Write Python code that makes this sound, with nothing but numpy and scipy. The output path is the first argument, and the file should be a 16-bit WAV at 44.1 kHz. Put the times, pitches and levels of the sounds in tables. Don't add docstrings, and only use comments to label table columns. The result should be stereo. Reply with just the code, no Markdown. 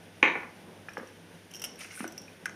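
import sys
import numpy as np
from scipy import signal
from scipy.fft import rfft, irfft
from scipy.io import wavfile

SR = 44100
rng = np.random.default_rng(int(sys.argv[2]) if len(sys.argv) > 2 else 0)


def dump_mix(stems):
    frames = np.atleast_2d(stems).T
    limited = np.clip(frames, -1, 1)
    pcm = np.round(limited * 32767).astype(np.int16)
    wavfile.write(sys.argv[1], SR, pcm)


def gain_from_decibels(decibels):
    exponent = np.asarray(decibels, float) / 20
    return 10 ** exponent


N = 112454


def rms_one(x):
    return x / np.sqrt(np.mean(x ** 2) + 1e-20)


def at_hz(points, hz):
    p = np.array(points, float)
    return np.interp(np.log(np.maximum(hz, 1)), np.log(p[:, 0]), p[:, 1])


def coloured(x, spectrum):
    gain = gain_from_decibels(at_hz(spectrum, np.fft.rfftfreq(len(x), 1 / SR)))
    return irfft(rfft(x) * gain, len(x))


def drift(rate_hz):
    hop, settle = 40, 2000
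    pole = np.exp(-2 * np.pi * rate_hz * hop / SR)
    noise = rng.standard_normal(N // hop + settle + 2)
    slow = signal.lfilter([1], [1, -2 * pole, pole * pole], noise)[settle:]
    return np.interp(np.arange(N) / hop, np.arange(len(slow)), rms_one(slow))


def struck(times, db, modes, spread_db, contact_hz):
    out = np.zeros(N)
    luck = rng.standard_normal((len(times), len(modes)))
    at = (np.asarray(times) * SR).astype(int)
    for k, (hz, level_db, t60) in enumerate(modes):
        clicks = np.full(N, 1e-18)
        np.add.at(clicks, at, gain_from_decibels(db + level_db + spread_db * luck[:, k]) * (-1) ** k)
        radius = gain_from_decibels(-60 / (t60 * SR))
        angle = 2 * np.pi * hz / SR
        out += signal.lfilter([0, np.sin(angle)], [1, -2 * radius * np.cos(angle), radius ** 2], clicks)
    soft = signal.butter(4, min(contact_hz, 19000), fs=SR, output="sos")
    return signal.sosfilt(soft, out)


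def spray(times, db):
    rise_s, t60_s = 0.0008, 0.015
    # f/Hz, density/dB per Hz
    spray_colour = [(880, -16), (1500, -12.5), (2800, -6.5), (3690, -19.5), (4500, -23), (5660, -0.5),
                    (7030, -17.5), (9750, -8.5), (16000, -21.5)]
    clicks = np.full(N, 1e-18)
    clicks[(np.asarray(times) * SR).astype(int)] = gain_from_decibels(db)
    decay = signal.lfilter([1], [1, -gain_from_decibels(-60 / (t60_s * SR))], clicks)
    rise = np.exp(-1 / (rise_s * SR))
    burst = signal.lfilter([1 - rise], [1, -rise], decay)
    return burst * rms_one(coloured(rng.standard_normal(N), spray_colour))


def mains_hum():
    # f/Hz, level/dB rms, wobble/dB
    hum_lines = [(99.7, -64, -2.7), (169.6, -66, 6)]
    t = np.arange(N) / SR
    out = np.zeros(N)
    for hz, db, wobble_db in hum_lines:
        out += np.sqrt(2) * gain_from_decibels(db + wobble_db * drift(9.4)) * np.sin(2 * np.pi * hz * t)
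    return out


def air():
    # f/Hz, density/dB per Hz
    bass_colour = [(15, -40), (70, -12.5), (130, -12), (170, 0.5), (250, -3.5), (500, -5.5), (1000, -14),
                   (1500, -22), (1900, -56)]
    treble_colour = [(880, -37), (1500, -0.5), (3450, -6), (4200, -12), (6060, -11.5), (7840, -22.5),
                     (9010, -11.5), (14300, -23.5), (16000, -24)]
    bass = rms_one(coloured(rng.standard_normal(N), bass_colour))
    treble = rms_one(coloured(rng.standard_normal(N), treble_colour))
    return gain_from_decibels(-53.5 + 2.1 * drift(3.1)) * bass + gain_from_decibels(-58.5 + 0.65 * drift(9.2)) * treble


def kitchen(x):
    first_echo_s = 0.0016
    # f/Hz, t60/s
    room_decay = [(150, 0.43), (500, 0.51), (1500, 0.42), (3000, 0.35), (6000, 0.42), (12000, 0.064)]
    t = np.arange(SR) / SR
    tail = np.zeros(SR)
    edges = 80 * 2 ** np.arange(0, 8, 0.5)
    white = rng.standard_normal((2, SR))
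    for k, (low, high) in enumerate(zip(edges, edges[1:])):
        band_pass = signal.butter(2, [low, high], "band", fs=SR, output="sos")
        band = signal.sosfilt(band_pass, white[k % 2])
        tail += band * gain_from_decibels(-60 * t / at_hz(room_decay, np.sqrt(low * high)))
    tail *= np.clip(t / first_echo_s - 1, 0, 1)
    return signal.fftconvolve(x, tail / np.sqrt(np.sum(tail ** 2)))[:N]


def palm():
    grains_per_s, slip_t60_s, rub_db = 5000, 0.019, 1.5
    # t/s, bright hiss level/dB, dull hiss level/dB, drag level/dB
    rubbing = [(1.77, -82, -80, -68), (1.79, -57, -61, -51), (1.81, -51, -49.5, -44),
               (1.848, -60, -55, -43.5), (1.86, -66, -55.5, -52), (1.9, -68, -63, -52),
               (1.915, -62, -55.5, -46), (1.94, -54.5, -58.5, -52), (1.97, -52.5, -60, -57),
               (2.0, -51.5, -56, -45.5), (2.04, -54.5, -56.5, -46.5), (2.065, -66, -68, -62)]
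    # t/s, level/dB, wall f/Hz
    catches = [(1.7978, -48, 2340), (1.8077, -38.5, 2970), (1.815, -49, 1830), (1.853, -42, 1590),
               (1.8861, -45, 1550), (1.9085, -39, 2110), (1.912, -46, 2900), (1.93, -41, 1590),
               (1.9544, -41, 2290), (1.995, -36, 2090), (2.011, -42, 2320), (2.05, -37, 2200),
               (2.005, -37, 2830), (2.043, -46, 2900)]
    # f/Hz, density/dB per Hz
    skin_colour = [(6500, -20), (8000, -8), (9200, 2.5), (10300, -4), (11300, -7.5), (13000, -18)]
    finger_colour = [(3000, -9.5), (4000, -8), (4600, -9), (5500, 0.5), (6500, -5), (7800, -20.5)]
    drag_colour = [(700, -31), (1200, -4), (1600, -3), (2100, 3), (2600, 5), (3100, -7), (3600, -19),
                   (5000, -38)]
    out = np.zeros(N)
    for at, db, hz in catches:
        out += struck([at], db, [(hz, 0, slip_t60_s)], 0, 6300)
    s, hiss_db, dull_db, drag_db = np.transpose(rubbing)
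    layers = ((hiss_db + rub_db, skin_colour), (dull_db + rub_db, finger_colour), (drag_db - 5, drag_colour))
    for db, colour in layers:
        level_db = np.interp(np.arange(N) / SR, s, db, left=-120, right=-120)
        sizes = gain_from_decibels(3 * np.minimum(rng.exponential(1, N), 3)) * rng.choice([-1, 1], N)
        grains = (rng.random(N) < grains_per_s / SR) * sizes
        out += gain_from_decibels(level_db + 2.2 * drift(52)) * rms_one(coloured(grains, colour))
    return out


def bangles():
    bounces, chatter_s, t60_s = 6, 0.002, 0.024
    # t/s, ring level/dB, lowest mode level/dB, spray level/dB
    touches = [(.891, -53, -51, -65), (0.9, -57, -60, -64), (0.9342, -48.5, -50, -63),
               (.978, -48.5, -51, -66), (.985, -53, -60, -63), (1.072, -55.5, -53, -63),
               (1.509, -63, -60, -52), (1.513, -60, -43, -43.5), (1.537, -42, -43, -44),
               (1.546, -43, -40, -53), (1.554, -39, -61, -53), (1.5637, -42.5, -53, -55),
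               (1.573, -46, -47, -54), (1.596, -40, -42, -41), (1.603, -52, -50, -52),
               (1.6177, -34.5, -40.5, -31.5), (1.6215, -44, -42, -43), (1.6245, -49, -48, -46),
               (1.63, -48, -56, -46), (1.639, -38.5, -35, -27.5), (1.64, -35, -33, -35),
               (1.6461, -33, -36, -31.5), (1.652, -39, -40, -42), (1.656, -53, -52, -47),
               (1.661, -48, -57, -46), (1.757, -52.5, -51, -66), (2.077, -35.5, -54, -43),
               (2.122, -49, -64, -42), (2.178, -38.5, -66, -41), (2.184, -51, -66, -47),
               (2.217, -48, -62, -58)]
    # f/Hz, level/dB
    bangle_modes = [(2880, -2), (3180, -4), (5400, -3), (5620, -2.5), (5820, -2.5), (6500, -13.5),
                    (7600, -17), (9250, -12), (9740, -21), (11100, -22), (12600, -11), (14100, -24),
                    (15000, -20)]
    tunings = [0.98, 0.97, 1.015]
    s, db, low_db, _ = np.repeat(touches, bounces, axis=0).T
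    index = np.arange(len(s))
    late = rng.random(len(s)) ** 2 * (index % bounces > 0)
    s = s + chatter_s * late
    loss_db = 7 + 3 * late
    rings = np.zeros(N)
    for k, ratio in enumerate(tunings):
        modes = [(hz * ratio, level_db, t60_s) for hz, level_db in bangle_modes]
        mine = index // bounces % 3 == k
        rings += struck(s[mine], (db - loss_db)[mine], modes[2:], 4.1, 17500)
        rings += struck(s[mine], (low_db - loss_db - 3.5)[mine], modes[:2], 4.1, 16000)
    return rings + spray(*np.transpose(touches)[[0, 3]])


def jar():
    # t/s, wall level/dB, body f/Hz, body level/dB, body t60/s
    finger_knocks = [(0.8853, -30, 1680, -35, 0.025), (0.8879, -43, 1260, -46, 0.037),
                     (0.8891, -59, 2455, -37, 0.029), (0.97, -23, 850, -41, 0.055),
                     (0.9726, -40, 1720, -35, .025), (0.9796, -46, 488, -26, 0.02),
                     (.998, -36, 1720, -46, .03), (1.008, -46, 238, -34, 0.044),
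                     (1.031, -44, 496, -37.5, 0.073), (1.975, -52, 1500, -39, 0.047),
                     (2.0051, -27.5, 216, -22.5, 0.043), (2.029, -62, 232, -27.5, 0.03),
                     (2.0425, -48, 694, -30, 0.02), (2.043, -51, 1500, -30, 0.029),
                     (2.051, -59, 337, -29.5, 0.045), (2.281, -62, 2450, -43, 0.046)]
    # f/Hz, level/dB, t60/s
    wall_modes = [(816, -4.5, 0.0083), (1232, -6, 0.02), (1680, -2.5, 0.011), (2190, -11, 0.013),
                  (2455, -19, 0.022), (3013, -25, 0.057)]
    body = np.zeros(N)
    for at, _, hz, body_db, t60 in finger_knocks:
        body += struck([at], body_db, [(hz, 0, t60)], 0, 5900)
    s, wall_db = np.transpose(finger_knocks)[:2]
    return struck(s, wall_db, wall_modes, 0.96, 3200) + body


def lid():
    # t/s, peak level/dB
    snaps = [
        (2.4556, -39),
        (2.4567, -19.5),
        (2.4587, -26),
    ]
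    rim_taps = [
        (2.4625, -33.5),
        (2.4647, -33),
        (2.468, -38),
        (2.478, -44),
        (2.495, -37),
    ]
    # f/Hz, level/dB, t60/s
    lid_modes = [(1500, -2.5, 0.016), (1664, -2, 0.022), (2060, -11, 0.019), (3150, -11, 0.0043),
                 (5830, -10.5, 0.0036), (8650, -16.5, 0.0076), (10100, -19, .008)]
    rim_modes = [(1230, -5.5, 0.019), (1780, -6, .01), (2010, -1.5, 0.014), (2420, -6, .012),
                 (6150, -4.5, 0.0068)]
    s, db = np.transpose(snaps)
    snap = struck(s, db, lid_modes, 0, 12000)
    puff = spray(s, db - 17)
    return snap + puff + struck(*np.transpose(rim_taps), rim_modes, 2.5, 9000)


def shaker():
    ring_cycles, longest_t60_s = 22, 0.03
    # t/s, peak level/dB
    landings = [
        (.2269, -14),
        (.2276, -6),
        (.228, -8),
    ]
    # t/s, level/dB
    chatter = [(0.2305, -20), (0.2337, -16), (0.2354, -22), (0.2397, -13.5), (.2418, -22), (0.2457, -23),
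               (.2478, -21.5), (.2515, -15.5), (.256, -27), (0.2602, -18), (0.2658, -37), (.2735, -29),
               (.2755, -16), (.2815, -21), (.2858, -27), (.293, -30)]
    # t/s, level/dB
    rocks = [
        (.353, -20),
        (.357, -19),
        (.362, -24.5),
        (0.394, -41),
        (.431, -26.5),
    ]
    # f/Hz, level/dB
    glass_modes = [(270, -17.5), (375, -16.5), (520, -20), (680, -25.5), (872, -13.5), (1120, -12),
                   (1450, -12), (1780, -9), (2050, -3), (2280, 2), (2500, -1.5), (2780, -9.5), (3150, -13),
                   (3450, -13.5), (3800, -14.5), (4200, -26)]
    # f/Hz, level/dB, t60/s
    edge_modes = [(4760, -6.5, 0.0063), (5500, -3.5, 0.0054), (6140, 2.5, 0.0067), (7020, -4.5, 0.0078),
                  (8900, -12.5, .005), (9340, -10.5, 0.0064), (10000, -15, 0.0087)]
    modes = [(hz, db, min(ring_cycles / hz, longest_t60_s)) for hz, db in glass_modes]
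    s, db = np.transpose(landings)
    landing = struck(s, db + 1.66, modes, 0, 5600)
    chattering = gain_from_decibels(-2) * struck(*np.transpose(chatter), modes, 4.4, 3950)
    edge = struck(s[2:], -31, edge_modes, 0, 14000) + spray(s[2:], [-42])
    rocking = struck(*np.transpose(rocks), modes, 2.5, 2070)
    return landing + chattering + edge + rocking


def scene():
    far, near, pop, metal, skin = shaker(), jar(), lid(), bangles(), palm()
    send = gain_from_decibels(-5.5) * far + gain_from_decibels(-9.5) * near + gain_from_decibels(-13) * pop + gain_from_decibels(-10) * metal + gain_from_decibels(-11) * skin
    events = far + near + pop + metal + skin + kitchen(send)
    mic_cut = signal.butter(4, 220, "high", fs=SR, output="sos")
    mid = signal.sosfilt(mic_cut, events) + air() + mains_hum()
    return np.array([mid, mid])


def roll_off(x):
    return signal.sosfilt(signal.butter(12, 16330, fs=SR, output="sos"), x)


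def record(dry):
    # f/Hz, density/dB per Hz
    side_colour = [(18, -40), (30, -6), (584, 0.5), (1250, -1), (2010, -1), (6050, -2.5), (12600, -5.5),
                   (14800, -4), (16000, -31)]
    side = gain_from_decibels(-69.5) * rms_one(coloured(rng.standard_normal(N), side_colour))
    treble_cut = signal.cheby2(12, 70, 16450, fs=SR, output="sos")
    mix = signal.sosfilt(treble_cut, dry + side * [[1], [-1]])
    return roll_off(mix)


dry = scene()
out = record(dry)
dump_mix(out)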